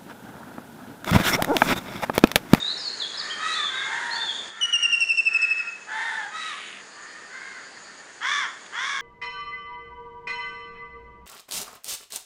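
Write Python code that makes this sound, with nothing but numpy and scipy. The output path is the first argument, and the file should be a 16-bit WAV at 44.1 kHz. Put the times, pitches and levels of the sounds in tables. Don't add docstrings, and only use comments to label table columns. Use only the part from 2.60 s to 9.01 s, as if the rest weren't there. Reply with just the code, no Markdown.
import sys
import numpy as np
from scipy import signal
from scipy.fft import rfft, irfft, next_fast_len
from scipy.io import wavfile
from scipy.ndimage import map_coordinates

SR = 44100
rng = np.random.default_rng(int(sys.argv[2]) if len(sys.argv) > 2 else 0)


def unload_audio(sound):
    columns = np.transpose(np.atleast_2d(sound))
    steps = np.round(np.clip(columns, -1, 1) * 32767)
    wavfile.write(sys.argv[1], SR, steps.astype(np.int16))


N = 282681
TIME = np.arange(N) / SR
CUTOFF_HZ = 10100

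# (frequency [Hz], relative level [dB])
AIR = [(25, -32.5), (60, -18), (120, -8.5), (200, -2), (300, -0.5), (400, 3), (520, 0), (800, 1),
       (1700, -3), (2500, -3.5), (3500, -6.5), (5600, -9.5), (8000, -10), (10000, -18)]
# (frequency [Hz], relative level [dB])
HIGH_HISS = [(5500, -22.5), (6400, 1.5), (6900, 6.5), (7250, -0.5), (7900, -44.5)]
LOW_HISS = [(3700, -27.5), (4250, -3.5), (4550, -1), (4950, -3), (5600, -33)]
# (frequency [Hz], relative level [dB])
FLOCK = [(700, -24), (950, -4), (1300, -2), (1780, 6.5), (2100, -4.5), (2500, -32.5)]
# (start [s], end [s], lift [dB])
HISS_SPELLS = [(0, 0.753, 7.5), (4.3, 5.343, 5)]
# (start [s], length [s], first pitch [Hz],
# middle pitch [Hz], last pitch [Hz], peak level [dB], place of the peak in the note [0-1])
SLURS = [(0, 0.13, 3680, 3860, 4480, -25, 0.48), (0.176, 0.13, 5410, 4590, 4130, -30.5, 0.82),
         (0.395, .056, 4450, 3560, 3310, -26.5, 0.18), (0.542, 0.024, 3820, 4160, 4470, -32, 0.35),
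         (0.572, .046, 5240, 4620, 3500, -28, 0.8), (0.696, 0.039, 2870, 3220, 3020, -29, .65),
         (0.911, 0.048, 3900, 4150, 4570, -31, 0.36), (0.949, .15, 3430, 3562, 3190, -27, .65),
         (1.11, .115, 3400, 3780, 3250, -31.5, 0.97), (1.504, 0.072, 4050, 4340, 4600, -32, 0.27),
         (1.556, .17, 3400, 3566, 3160, -28, 0.82), (1.736, 0.095, 3740, 3603, 3300, -37, 0.4)]
# the falling caw at 4.68 s is the "high" crow, given the "far" sound
CAWS = [("far", .57, .29, 610, 560, -37.5), ("high", .785, .265, 645, 540, -28.5),
        ("far", 1.08, .35, 536, 480, -31.5), ("deep", 1.25, .44, 472, 425, -32),
        ("far", 1.90, .48, 462, 465, -40), ("far", 2.66, .46, 474, 450, -40),
        ("far", 3.27, .32, 520, 470, -35.5), ("deep", 3.27, .41, 456, 385, -30.5),
        ("high", 3.71, .25, 645, 510, -33.5), ("hoarse", 3.76, .47, 760, 580, -41.5),
        ("far", 4.32, .36, 610, 610, -45.5), ("far", 4.68, .36, 535, 410, -40.5),
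        ("far", 5.15, .40, 450, 520, -53.5), ("near", 5.607, .268, 580, 410, -25.5),
        ("near", 6.125, .345, 560, 450, -29)]
THROATS = {"near": [(550, -33.5), (850, -17.5), (1100, 0.5), (1400, -1), (1800, 2.5), (2300, -1.5),
           (2600, -18.5), (3150, -11.5), (3540, 1.5), (3950, -18), (4900, -17.5), (5800, -11), (7300, -24),
           (10000, -32)], "deep": [(450, -40.5), (900, -1.5), (1250, -18.5), (1800, 3.5), (2300, -20.5),
           (3100, -21.5), (3570, -10.5), (4300, -25), (10000, -33)], "high": [(630, -29), (1270, 0.5),
           (1850, -1.5), (2550, -7), (3250, -16), (3900, -1.5), (4500, -16.5), (8000, -20.5),
           (10000, -28.5)], "hoarse": [(700, -30), (1400, -9.5), (2200, 0), (3500, -3.5), (5000, -30),
           (10000, -19)], "far": [(520, -33.5), (1000, -18), (1350, -6), (1800, -3), (2150, -6),
           (2600, -23), (3500, -21.5), (10000, -41.5)]}
VOICES = {"near": (.68, 0.68), "deep": (.92, 0.622), "high": (0.96, 0.45), "hoarse": (.92, 0.91),
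          "far": (0.94, 0.601)}
PLACES = {"near": (-7.5, -24.5), "deep": (-3.5, -19), "high": (-2.2, -14), "hoarse": (-9, -24),
          "far": (-2.2, -8.5)}

AIR_DB, HIGH_HISS_DB, LOW_HISS_DB, FLOCK_DB = -43, -50, -54.5, -45
SPELL_EDGE_S = 0.12
HUM_HZ, HUM_DB = 195, -70
DIP_S, DIP_FALL_S, DIP_DB = 1.889, 0.024, 8.5
RETURN_S, RETURN_RISE_S, RETURN_DB = 2.85, 0.59, 3
TICK_S, TICK_DB = 6.063, -39
RUN_START_S, WHISTLE_COUNT = 2.010, 13
BEAT_S, FIRST_BEAT_EXTRA_S, QUICKEN_NOTES = .0815, .033, 1.65
WHISTLE_S, WHISTLE_PER_BEAT = 0.041, 0.38
FIRST_HZ, REST_HZ, SINK_S = 2924, 2521, 0.496
RUN_DB, FIRST_NOTE_SOFTER_DB = -16.5, 2.5
SWELL_DB_PER_S, PEAK_AFTER_S, FADE_DB_PER_S = 2.5, 0.83, 61.5
MELLOW_FROM_S, MELLOW_BY_S = 2.34, 2.77


def from_db(db):
    return 10 ** (np.asarray(db) / 20)


def rms_one(x):
    return x / np.sqrt(np.mean(x ** 2) + 1e-20)


def ramp(start_s, length_s):
    return np.clip((TIME - start_s) / length_s, 0, 1)


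def at_hz(points, hz):
    table = np.array(points)
    log_hz = np.log(np.maximum(hz, 1))
    return from_db(np.interp(log_hz, np.log(table[:, 0]), table[:, 1]))


def coloured(x, points):
    size = next_fast_len(len(x) + SR // 20)
    gain = at_hz(points, np.fft.rfftfreq(size, 1 / SR))
    return irfft(rfft(x, size) * gain, size)[:len(x)]


def wander(rate_hz, size):
    step = SR / (2 * rate_hz)
    knots = rng.standard_normal(int(size / step) + 3)
    return rms_one(map_coordinates(knots, [np.arange(size) / step], order=2, mode="nearest"))


def add(out, start_s, sound):
    i = max(int(start_s * SR), 0)
    out[i:i + len(sound)] += sound[:max(N - i, 0)]


def scatter(x, t60, first_s, build_s, per_s=2500):
    t = np.arange(int(1.5 * SR)) / SR
    taps = rng.standard_normal(len(t)) * (rng.random(len(t)) < per_s / SR)
    build_up = 1 - np.exp(-np.maximum(t - first_s, 0) / build_s)
    taps *= build_up * from_db(-60 * t / t60)
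    taps /= np.sqrt(np.sum(taps ** 2) + 1e-20)
    return signal.fftconvolve(x, taps)[:N]


def background(throb_db=2.03, throb_hz=14):
    spells_db = sum(lift_db * (ramp(start - SPELL_EDGE_S, SPELL_EDGE_S) - ramp(end, SPELL_EDGE_S))
                    for start, end, lift_db in HISS_SPELLS)
    out = from_db(AIR_DB) * rms_one(coloured(rng.standard_normal(N), AIR))
    layers = ((HIGH_HISS, HIGH_HISS_DB),
              (LOW_HISS, LOW_HISS_DB + spells_db),
              (FLOCK, FLOCK_DB))
    for band, db in layers:
        throb = from_db(db + throb_db * wander(throb_hz, N))
        out += throb * rms_one(coloured(rng.standard_normal(N), band))
    out *= from_db(RETURN_DB * ramp(RETURN_S, RETURN_RISE_S) - DIP_DB * ramp(DIP_S, DIP_FALL_S))
    hum = (1 + .5 * wander(2.6, N)) * np.sin(2 * np.pi * HUM_HZ * TIME + wander(4.2, N))
    return out + from_db(HUM_DB) * rms_one(hum)


def tick(decay_s=0.0049):
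    t = np.arange(SR // 20) / SR
    band = signal.butter(2, [700, 4500], "band", fs=SR, output="sos")
    crack = signal.sosfilt(band, rng.standard_normal(len(t)))
    out = np.zeros(N)
    add(out, TICK_S, from_db(TICK_DB) * rms_one(crack) * np.exp(-t / decay_s))
    return out


def songbird(fade_s=0.0018, swell_db=9, ebb_db=6, waver=0.013, flutter_db=3, direct_db=-1.5, scatter_db=-2.5):
    dry = np.zeros(N)
    for start, length, first_hz, middle_hz, last_hz, db, peak_at in SLURS:
        t = np.arange(int(length * SR)) / SR
        u = t / t[-1]
        curve = np.polyfit([0, .5, 1], [first_hz, middle_hz, last_hz], 2)
        pitch = np.polyval(curve, u) * (1 + waver * wander(246.6, len(t)))
        phase = 2 * np.pi * np.cumsum(pitch) / SR
        fade = np.clip(np.minimum(t, t[-1] - t) / fade_s, 0, 1)
        swell = np.interp(u, [0, np.clip(peak_at, 0, 1), 1], [-swell_db, 0, -ebb_db])
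        level = from_db(db + swell + flutter_db * wander(70, len(t)))
        add(dry, start, np.sqrt(2) * fade * level * np.sin(phase))
    reflections = scatter(dry, t60=0.73, first_s=0.0033, build_s=0.007)
    return from_db(direct_db) * dry + from_db(scatter_db) * reflections


def through_throat(x, throat, opening, narrow=0.12, dull_db=11):
    hz, s, frames = signal.stft(x, SR, nperseg=512)
    closed = 1 - np.interp(s * SR, np.arange(len(x)), opening)
    treble = np.clip(np.log2(np.maximum(hz, 1) / 2500), 0, 1)[:, None]
    resonance = at_hz(throat, hz[:, None] / (1 - narrow * closed))
    gain = resonance * from_db(-dull_db * treble * closed)
    return signal.istft(frames * gain, SR)[1][:len(x)]


def caw(throat, length, first_hz, top_hz, last_hz, rough,
        crest=.46, jitter=0.0396, rattle_hz=95, rattle=0.36):
    size = int(length * SR)
    u = np.arange(size) / size
    rise = np.maximum(1 - u / crest, 0)
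    fall = np.maximum((u - crest) / (1 - crest), 0)
    pitch = top_hz + (first_hz - top_hz) * rise ** 1.7 + (last_hz - top_hz) * fall ** 2.5
    pitch = pitch * (1 + rough * jitter * wander(260, size) + 0.00798 * wander(34.18, size))
    phase = 2 * np.pi * np.cumsum(pitch) / SR
    overtone_count = int(CUTOFF_HZ / top_hz)
    buzz = rms_one(sum(np.cos(k * phase) for k in range(1, overtone_count + 1)))
    uneven_hz = rattle_hz * (1 + 0.298 * wander(50, size))
    shake = np.sin(2 * np.pi * np.cumsum(uneven_hz) / SR)
    air = rng.standard_normal(size) * (1 + np.cos(phase))
    voice = np.sqrt(max(1 - rough ** 2, 0)) * buzz + rough * air
    voice = voice * np.exp(rough * rattle * shake)
    swell = np.interp(u, [0, .08, .2, .4, .75, .93, 1], [0.16, 0.54, 0.93, 0.91, 0.75, 0.6, 0.076])
    opening = 1 - rise ** 2 - fall ** 2.7
    return rms_one(through_throat(voice, throat, opening) * swell)


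def crows():
    out = np.zeros(N)
    for name, (scatter_db, echo_db) in PLACES.items():
        dry = np.zeros(N)
        first, rough = VOICES[name]
        for voice, start, length, top_hz, last_hz, db in CAWS:
            if voice == name:
                call = caw(THROATS[name], length, first * top_hz, top_hz, last_hz, rough)
                add(dry, start, from_db(db) * call)
        near = from_db(scatter_db) * scatter(dry, t60=0.44, first_s=0.0062, build_s=0.0087)
        late = from_db(echo_db) * scatter(dry, t60=0.83, first_s=0.12, build_s=0.054)
        out += (dry + near + late) / np.sqrt(1 + from_db(scatter_db) ** 2 + from_db(echo_db) ** 2)
    return out


def whistle_run():
    note = np.arange(WHISTLE_COUNT)
    extra = FIRST_BEAT_EXTRA_S * np.exp(-note / QUICKEN_NOTES)
    since = note * BEAT_S + np.cumsum(extra) - extra
    hz = REST_HZ + (FIRST_HZ - REST_HZ) * np.exp(-since / SINK_S)
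    swell_db = np.minimum(SWELL_DB_PER_S * (since - PEAK_AFTER_S), FADE_DB_PER_S * (PEAK_AFTER_S - since))
    db = RUN_DB + swell_db - FIRST_NOTE_SOFTER_DB * (note == 0)
    return zip(RUN_START_S + since, WHISTLE_S + WHISTLE_PER_BEAT * extra, hz, db)


def whistler(flick=.085, flick_s=0.0052, sag=0.019, drop=0.043, drop_s=0.002, waver=0.0094,
             soft_start_db=-12, second_db=-12.0, third_db=-23.0, flutter_db=3.5, shake_db=1.4,
             scatter_db=-7.5):
    dry = np.zeros(N)
    for start, length, hz, db in whistle_run():
        t = np.arange(int(length * SR)) / SR
        u = t / t[-1]
        mellow = np.interp(start, [MELLOW_FROM_S, MELLOW_BY_S], [0, 1])
        flick_down = flick * (1 - 0.37 * mellow) * np.exp(-t / flick_s)
        sagging = sag * ((1 - u) ** 2 - .2)
        cut_off = drop * np.exp((t - t[-1]) / drop_s)
        pitch = hz * (1 + flick_down + sagging - cut_off)
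        pitch = pitch * (1 + waver * wander(252, len(t)))
        phase = 2 * np.pi * np.cumsum(pitch) / SR
        swell = np.interp(u, [0, .08, .3, .72, .88, 1], [0.1, 0.61, 0.94, 0.98, 0.78, 0.06])
        effort = np.sqrt(2) * from_db(db) * swell
        soft_start = soft_start_db * mellow * np.interp(u, [.2, .36], [1, 0])
        tone = from_db(soft_start + shake_db * wander(70, len(t))) * np.sin(phase)
        overtones = from_db(second_db) * np.sin(2 * phase) + from_db(third_db) * np.sin(3 * phase)
        brightness = from_db(-6 * mellow - 5.6 * u + flutter_db * wander(85.5, len(t)))
        add(dry, start, effort * (tone + brightness * overtones))
    return dry + from_db(scatter_db) * scatter(dry, t60=0.65, first_s=0.021, build_s=0.0039)


def scene():
    return (background() + tick() + songbird() + crows() + whistler())[None]


def record(dry):
    return signal.sosfilt(signal.ellip(12, .2, 80, CUTOFF_HZ, fs=SR, output="sos"), dry)


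dry = scene()
out = record(dry)
unload_audio(out)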